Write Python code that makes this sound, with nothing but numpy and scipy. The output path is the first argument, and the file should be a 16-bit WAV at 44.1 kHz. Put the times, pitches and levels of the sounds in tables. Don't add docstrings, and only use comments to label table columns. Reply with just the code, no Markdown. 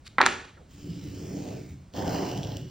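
import sys
import numpy as np
from scipy import signal
from scipy.fft import rfft, irfft, next_fast_len
from scipy.io import wavfile
from scipy.ndimage import uniform_filter1d, minimum_filter1d, map_coordinates

SR = 44100
rng = np.random.default_rng(int(sys.argv[2]) if len(sys.argv) > 2 else 0)


def store_wav(level_fs):
    pcm = np.round(np.clip(np.atleast_2d(level_fs), -1, 1) * 32767)
    wavfile.write(sys.argv[1], SR, pcm.T.astype(np.int16))


N = 119070


def amp(db):
    return 10 ** (np.asarray(db) / 20)


def unit(x):
    return x / np.sqrt(np.mean(x ** 2) + 1e-20)


def along(points, hz):
    freq_hz, value = np.transpose(points)
    return np.interp(np.log(hz + 1), np.log(freq_hz + 1), value)


def envelope(time_s, level_db):
    return amp(np.interp(np.arange(N) / SR, time_s, level_db, left=-120, right=-120))


def bells_db(hz, resonances):
    return sum(db / (1 + (2 * (hz - centre) / width) ** 2) for centre, width, db in resonances)


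def filtered(x, response):
    size = next_fast_len(N + SR // 2)
    return irfft(rfft(x, size) * response(np.fft.rfftfreq(size, 1 / SR)), size)[..., :N]


def wobble(knots_per_s):
    knots = rng.standard_normal(int(N * knots_per_s / SR) + 4)
    return map_coordinates(knots, [np.arange(N) * knots_per_s / SR])


def click(gain, size=2048):
    cepstrum = irfft(np.log(np.maximum(gain(np.fft.rfftfreq(size, 1 / SR)), 1e-6)))
    cepstrum[1:size // 2] *= 2
    cepstrum[size // 2 + 1:] = 0
    pulse = irfft(np.exp(rfft(cepstrum)))
    return pulse / np.abs(pulse).max()


def burst(t, t60_s, onset=1):
    noise = rng.standard_normal(len(t)) * amp(-60 * t / t60_s) * onset
    return noise / np.linalg.norm(noise)


def grains(per_s, scatter_db):
    hits = rng.random((2, N)) < per_s / SR
    signs = np.sign(rng.standard_normal((2, N)))
    sizes = amp(scatter_db * np.clip(rng.standard_normal((2, N)), -2, 2))
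    return unit(hits * signs * sizes)


def add(track, start_s, sound):
    part = track[..., round(start_s * SR):][..., :sound.shape[-1]]
    part += sound[..., :part.shape[-1]]


# freq_hz, side_over_mid_db
WIDTH = [(60, -28), (180, -21), (400, -8.5), (750, -4.5), (1250, -1.5), (2100, -19.5), (2900, -17.5),
         (4500, -37.5), (6000, -6.5), (8000, -6.5), (10000, -39.5), (13300, -25), (15500, -0.5)]
def spread(pair):
    side = filtered(pair[1], lambda hz: amp(along(WIDTH, hz)))
    return np.array([pair[0] + side, pair[0] - side])


def coloured(pair, colour):
    return unit(spread(filtered(pair, lambda hz: amp(along(colour, hz)))))


# freq_hz, t60_s
ROOM_DECAY = [(100, 0.56), (500, 0.45), (1500, 0.42), (4000, 0.5), (8000, 0.46), (15000, 0.26)]
# freq_hz, gain_db
ROOM_COLOUR = [(100, -0.5), (350, 6), (900, -3.5), (2000, 0.5), (3000, 3), (5000, -1.5), (9000, 1),
               (15000, 1.5)]
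def room(x, build_s=0.011):
    hz, t, spectrum = signal.stft(rng.standard_normal((2, N)), SR, nperseg=256)
    decay = amp(along(ROOM_COLOUR, hz)[:, None] - 60 * t / along(ROOM_DECAY, hz)[:, None])
    build = 1 - np.exp(-t / build_s)
    tail = spread(signal.istft(spectrum * decay * build, SR, nperseg=256)[1][:, :N])
    return signal.fftconvolve(x[None], tail / np.linalg.norm(tail[0]), axes=1)[:, :N]


def rubs(touches, colour, wet_db=-10.5):
    t = np.arange(N) / SR
    level = sum(amp(db) * np.exp(-((t - centre_s) / half_s) ** 2 / 2) for centre_s, half_s, db in touches)
    direct = level * coloured(rng.standard_normal((2, N)), colour)
    return direct + amp(wet_db) * room(direct[0])


# freq_hz, gain_db
TONE_COLOUR = [(20, -14), (45, -5), (72, 2), (110, -2), (200, -10.5), (400, -19.5), (800, -25.5),
               (2000, -32), (6000, -37.5), (9000, -38), (11000, -49), (16000, -48)]
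def room_tone(level_db=-52):
    return amp(level_db) * coloured(rng.standard_normal((2, N)), TONE_COLOUR)


# centre_s, half_length_s, level_db
BRUSHES = [(.061, .009, -55), (.0688, .0035, -46.5), (.078, .0018, -43.5)]
# freq_hz, gain_db
BRUSH_COLOUR = [(300, -21), (800, -16), (1300, -2.5), (3000, -1), (4600, 1), (6000, -7.5), (9000, -9),
                (16000, -25.5)]
def finger_brush():
    return rubs(BRUSHES, BRUSH_COLOUR)


# start_s, level_db, corner_hz, snap_re_blow_db
CONTACTS = [(.1835, -5, 2150, -24), (0.1873, -10.5, 1900, -34.5), (.191, -15, 2200, -26.5),
            (0.2028, -11, 2000, -42), (.2052, -11.5, 1300, -50.5), (0.2063, -6.5, 1347, -50),
            (0.2142, 0, 4500, -21.5), (.2195, -15.5, 2200, -41.5), (0.2278, -10, 2800, -33.5),
            (0.2369, -13, 3000, -26), (.2566, -18.5, 6000, -17), (.2580, -11, 4500, -21),
            (0.2628, 0.5, 7920, -13), (0.2706, -11, 4000, -23.5)]
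# freq_hz, gain_db
BLOW_COLOUR = [(60, -21), (170, -8), (300, -7.5), (550, -9.5), (900, -2.5), (1250, -2.5), (1700, 1.5),
               (2150, -4), (2800, -9.5), (3850, -9), (4700, -11.5), (7000, -12), (9500, -16),
               (13000, -25.5), (15500, -22)]
# freq_hz, gain_db
SNAP_COLOUR = [(1000, -25), (4000, -10.5), (6800, -0.5), (8500, -2), (10200, 0), (12500, -12), (15000, -2),
               (16500, -8.5)]
# freq_hz, gain_db
BEAM_COLOUR = [(150, -3), (280, -7.5), (500, -1), (900, 2.5), (1700, 1.5), (2200, 3), (2800, -5),
               (3850, 5.5), (4700, 1.5), (5400, -1), (7000, 3.5), (9000, 4.5)]
def template_drop(lag_at_1khz_s=0.0007, pan_db=-0.9, wet_db=-6.5):
    blows, snaps = np.zeros((2, N))
    t = np.arange(SR // 16) / SR
    edge = click(lambda hz: amp(along(SNAP_COLOUR, hz)))
    rattle_onset = 1 - np.exp(-(t / 0.00066) ** 2)
    for start_s, level_db, corner_hz, snap_db in CONTACTS:
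        blow = click(lambda hz: amp(along(BLOW_COLOUR, hz)) / np.sqrt(1 + (hz / corner_hz) ** 6))
        rattle = amp(-2.5) * burst(t, t60_s=0.019, onset=rattle_onset)
        rattle[0] = 1
        add(blows, start_s, amp(level_db) * signal.fftconvolve(blow, rattle))
        crack = burst(t, t60_s=0.0044)
        add(snaps, start_s, amp(level_db + snap_db) * signal.fftconvolve(edge, crack))
    dispersion = lambda hz: np.exp(-4j * np.pi * lag_at_1khz_s * np.sqrt(1000 * hz))
    blows, snaps = filtered(np.array([blows, snaps]), dispersion)
    direct = filtered(blows, lambda hz: amp(along(BEAM_COLOUR, hz))) + snaps
    return direct * amp(pan_db * np.array([[.5], [-.5]])) + amp(wet_db) * room(blows)


# centre_s, half_length_s, level_db
SLIDES = [(.402, .006, -47), (.451, .005, -46), (.492, 0.014, -54.5)]
# freq_hz, gain_db
SLIDE_COLOUR = [(200, -13), (700, -4.5), (1500, 1), (2600, -4), (4100, -5.5), (5200, -17), (9000, -19),
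                (16000, -39)]
def template_slide():
    return rubs(SLIDES, SLIDE_COLOUR)


# time_s, centre_hz, level_db
SWISH = [(.545, 2190, -76), (.57, 1890, -61.5), (.58, 1394, -54.5), (0.591, 952, -65), (.62, 596, -68)]
def swish(width_octaves=0.2):
    time_s, centre_hz, level_db = np.transpose(SWISH)
    hz, t, spectrum = signal.stft(spread(rng.standard_normal((2, N))), SR, nperseg=256)
    offset_octaves = np.log2((hz[:, None] + 1) / np.interp(t, time_s, centre_hz))
    band = np.exp(-(offset_octaves / width_octaves) ** 2 / 2)
    band /= np.linalg.norm(band, axis=0)
    rub = unit(signal.istft(spectrum * band, SR, nperseg=256)[1][:, :N])
    return rub * envelope(time_s, level_db)


# centre_s, half_length_s, level_db
PATS = [(.58, 0.0099, -55), (.617, 0.016, -55.5)]
# freq_hz, gain_db
PAT_COLOUR = [(100, 0), (480, 4.5), (900, -13), (1500, -15.5), (2500, -26), (8000, -34), (16000, -48)]
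def hand_pats():
    return rubs(PATS, PAT_COLOUR)


# time_s, rumble_db, corner_hz, bass_lift_db, scratch_db
SIDE_STROKE = [(.67, -61, 219, 0, -84), (.71, -51.5, 280, 0.5, -60.5), (.77, -45.5, 316, -8.5, -60.5),
               (.81, -40.5, 306, -5, -58.5), (.92, -36.5, 338, 4.5, -58), (.985, -44.5, 374, -15, -59),
               (1.04, -38.5, 343, 7, -56), (1.11, -39, 340, 3, -57.5), (1.16, -38, 390, -1.5, -56),
               (1.27, -37, 463, -5, -52), (1.49, -36.5, 630, -5, -53.5), (1.59, -36.5, 496, -3, -58),
               (1.67, -53, 310, 2, -63), (1.70, -43.5, 327, 2.5, -60.5), (1.735, -40, 296, 8.5, -64.5),
               (1.77, -64.5, 218, 3, -73), (1.83, -53, 220, 7, -76), (1.91, -63, 200.4, 2, -84)]
SLANT_STROKE = [(1.925, -66, 400, -1, -72), (1.945, -39, 784, 4.5, -52), (1.985, -29, 870, 2.5, -45),
                (2.05, -32, 840, 5, -47), (2.085, -30, 840, 4, -43), (2.12, -29.5, 930, -10, -41),
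                (2.18, -30.5, 940, -9, -43), (2.31, -31, 870, -7, -45.5), (2.355, -33, 785, 6, -49.5),
                (2.45, -39.5, 816, 10.5, -54), (2.55, -39.5, 730, 5.5, -53.5), (2.6, -46, 502, 2.5, -58),
                (2.64, -39, 393, 12.5, -64), (2.7, -61, 320, 7, -61.5)]
# freq_hz, gain_db
TABLE_COLOUR = [(25, -29), (50, -13), (85, -2), (170, -0.5), (230, -4.5), (400, -5.5), (800, -5),
                (2000, -14)]
# centre_hz, width_hz, lift_db
TABLE_MODES = [(86, 12, 7.5), (126.4, 26, 5.5), (163.5, 6.3, 4.5), (187.5, 12, 7.5), (286.4, 36, 6.5)]
def rumble(stroke, roll_off_order=4.24, bass_hz=171):
    time_s, level_db, corner_hz, bass_lift_db, _ = np.transpose(stroke)
    slips = grains(per_s=1800, scatter_db=2.2)
    lumps = amp(wobble(knots_per_s=35))
    body = lambda hz: amp(along(TABLE_COLOUR, hz) + bells_db(hz, TABLE_MODES))
    hz, t, spectrum = signal.stft(spread(filtered(slips * lumps, body)), SR, nperseg=1024)
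    lowpass = 1 / np.sqrt(1 + (hz[:, None] / np.interp(t, time_s, corner_hz)) ** (2 * roll_off_order))
    bass_shelf = amp(np.interp(t, time_s, bass_lift_db) / (1 + (hz[:, None] / bass_hz) ** 4))
    shake = unit(signal.istft(spectrum * lowpass * bass_shelf, SR, nperseg=1024)[1][:, :N])
    return shake * envelope(time_s, level_db)


# freq_hz, gain_db
SIDE_COLOUR = [(300, -1), (1200, -4.5), (2100, -1), (3200, -2), (3800, -1.5), (4600, -1), (6000, -3),
               (7500, -4), (9000, -8), (10500, -16), (13000, -13.5), (15200, -3), (16500, -19)]
SLANT_COLOUR = [(300, -1.5), (1100, -4), (1600, 2.5), (2300, -4), (3100, -4.5), (3700, -3), (4500, 1),
                (5400, -3.5), (7000, -6), (9000, -15.5), (11000, -25.5), (13200, -12), (15200, -3),
                (16500, -22.5)]
# time_s, low_hz, low_db, mid_hz, mid_db, high_hz, high_db, dip_db
SIDE_HOLLOW = [(.74, 3100, 3.5, 4850, 2, 7000, 3.5, -3), (.8, 3050, 10.5, 4960, 6, 6850, 9, 0),
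               (.92, 2880, 6, 5030, 9.5, 7300, 10, 3.5), (1.1, 2800, 8.5, 5220, 4.5, 6840, 4, -1),
               (1.19, 3040, 6, 5200, 8.5, 6600, 6, -14), (1.32, 3090, -2, 5350, 9, 6500, -1, -14),
               (1.48, 2590, 5, 5300, 2, 6700, 10, 3), (1.6, 2340, 10.5, 5200, 4, 6600, 4, -3),
               (1.71, 2230, 14, 5000, -4, 6700, 3, -3), (1.77, 2060, 0, 5000, 3.5, 6800, 3, 2)]
SLANT_HOLLOW = [(1.95, 3337, 8, 5450, 4, 6430, 5.7, 1), (2.04, 3200, 6.5, 5500, 3.1, 6430, 3.8, -3.5),
                (2.09, 2970, 5, 5230, 5, 6560, 5, -9), (2.15, 2850, 13, 5000, 6, 6000, 1.2, -10),
                (2.28, 2930, 9.5, 5140, 6.7, 5670, 5.5, -5.5), (2.44, 2990, 10, 5460, 6, 5800, 9.6, -5),
                (2.59, 2900, 14, 5400, 12, 5850, 5.9, 1), (2.7, 2980, 7, 5380, 9.8, 5840, 3.5, -1.5)]
# low_hz, mid_hz, high_hz
SIDE_WIDTHS_HZ = [450, 750, 500]
SLANT_WIDTHS_HZ = [410, 400, 330]
def scratch(stroke, colour, hollow, widths_hz, stutter_db=0.67, patchy_db=1.95, dip_width_hz=550):
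    time_s, *_, level_db = np.transpose(stroke)
    fibres = grains(per_s=2500, scatter_db=1) + 0.35 * rng.standard_normal((2, N))
    snags = amp(-10) * grains(per_s=92, scatter_db=1)
    stutter = amp(stutter_db * wobble(knots_per_s=220))
    hz, t, spectrum = signal.stft(coloured((fibres + snags) * stutter, colour), SR, nperseg=512)
    hollow_s, *columns = np.transpose(hollow)
    tracks = [np.interp(t, hollow_s, column) for column in columns]
    low_hz, low_db, mid_hz, mid_db, high_hz, high_db, dip_db = tracks
    resonances = zip([low_hz, mid_hz, high_hz], widths_hz, [low_db, mid_db, high_db])
    antiresonance = (1.26 * low_hz, dip_width_hz, dip_db)
    lift_db = bells_db(hz[:, None], [*resonances, antiresonance])
    patches = uniform_filter1d(rng.standard_normal(spectrum.shape[1:]), size=4, axis=0)
    patches = unit(uniform_filter1d(patches, size=20, axis=1))
    spectrum *= amp(lift_db + patchy_db * patches)
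    texture = unit(signal.istft(spectrum, SR, nperseg=512)[1][:, :N])
    return texture * envelope(time_s, level_db)


# start_s, level_db, treble_tilt_db
CATCHES = [(1.938, -38.5, -2.5), (1.9647, -31, 0), (1.9745, -31.5, -1.5), (2.0585, -31, -1.5),
           (2.0790, -28, -1), (2.159, -28.5, -3), (2.315, -28.5, -1.5), (2.372, -34, -1),
           (2.3765, -26.5, -0.5), (2.388, -33.5, -1.5), (2.432, -28.5, -3), (2.439, -31.5, -1.5),
           (2.448, -33, -2), (2.472, -35, -1.5), (2.52, -34.5, -2.5), (2.5697, -23.5, 1.5)]
# freq_hz, gain_db
TICK_COLOUR = [(500, -28), (2100, -18.5), (2950, 8.5), (3800, -1), (5400, 2), (7500, -3.5), (11500, -16),
               (16000, -6)]
def catches(pivot_hz=4000):
    ticks = np.zeros(N)
    t = np.arange(SR // 32) / SR
    for start_s, level_db, tilt_db in CATCHES:
        tick = click(lambda hz: amp(along(TICK_COLOUR, hz) + tilt_db * np.log2(1 + (hz / pivot_hz) ** 2)))
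        tear = amp(-1) * burst(t, t60_s=0.012)
        tear[0] = 1
        add(ticks, start_s, amp(level_db) * signal.fftconvolve(tick, tear / np.linalg.norm(tear)))
    return ticks


def awl(wet_db=-6.5):
    shake = rumble(SIDE_STROKE) + rumble(SLANT_STROKE)
    fibres = scratch(SIDE_STROKE, SIDE_COLOUR, SIDE_HOLLOW, SIDE_WIDTHS_HZ)
    fibres += scratch(SLANT_STROKE, SLANT_COLOUR, SLANT_HOLLOW, SLANT_WIDTHS_HZ)
    direct = amp(-2) * shake + amp(1.5) * fibres + amp(4.5) * catches()
    return direct + amp(wet_db) * room(direct.mean(axis=0))


def scene():
    return room_tone() + finger_brush() + template_drop() + template_slide() + swish() + hand_pats() + awl()


# freq_hz, left_minus_right_db
PORT_BALANCE = [(80, 0), (200, -1.2), (600, -2), (1100, -1.5), (2100, 0.5), (16000, -3)]
# freq_hz, left_lead_rad
PORT_PHASE = [(100, 0), (500, .15), (1000, .28), (1800, -.05), (2900, -.35), (4200, -.25), (5100, -.15),
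              (6200, -1.5), (8000, -2.2), (9800, -2.95), (13400, -3.3), (15500, -4.3)]
def record(dry, top_hz=16100):
    sides = np.array([[.5], [-.5]])
    balance = lambda hz: amp(sides * along(PORT_BALANCE, hz))
    phase = lambda hz: np.exp(1j * sides * along(PORT_PHASE, hz))
    ports = filtered(dry, lambda hz: balance(hz) * phase(hz))
    needed_gain = 1 / np.maximum(np.abs(ports).max(axis=0), 1)
    limiter_gain = uniform_filter1d(minimum_filter1d(needed_gain, size=160), size=120)
    return filtered(ports * limiter_gain, lambda hz: hz < top_hz)


dry = scene()
out = record(dry)
store_wav(out)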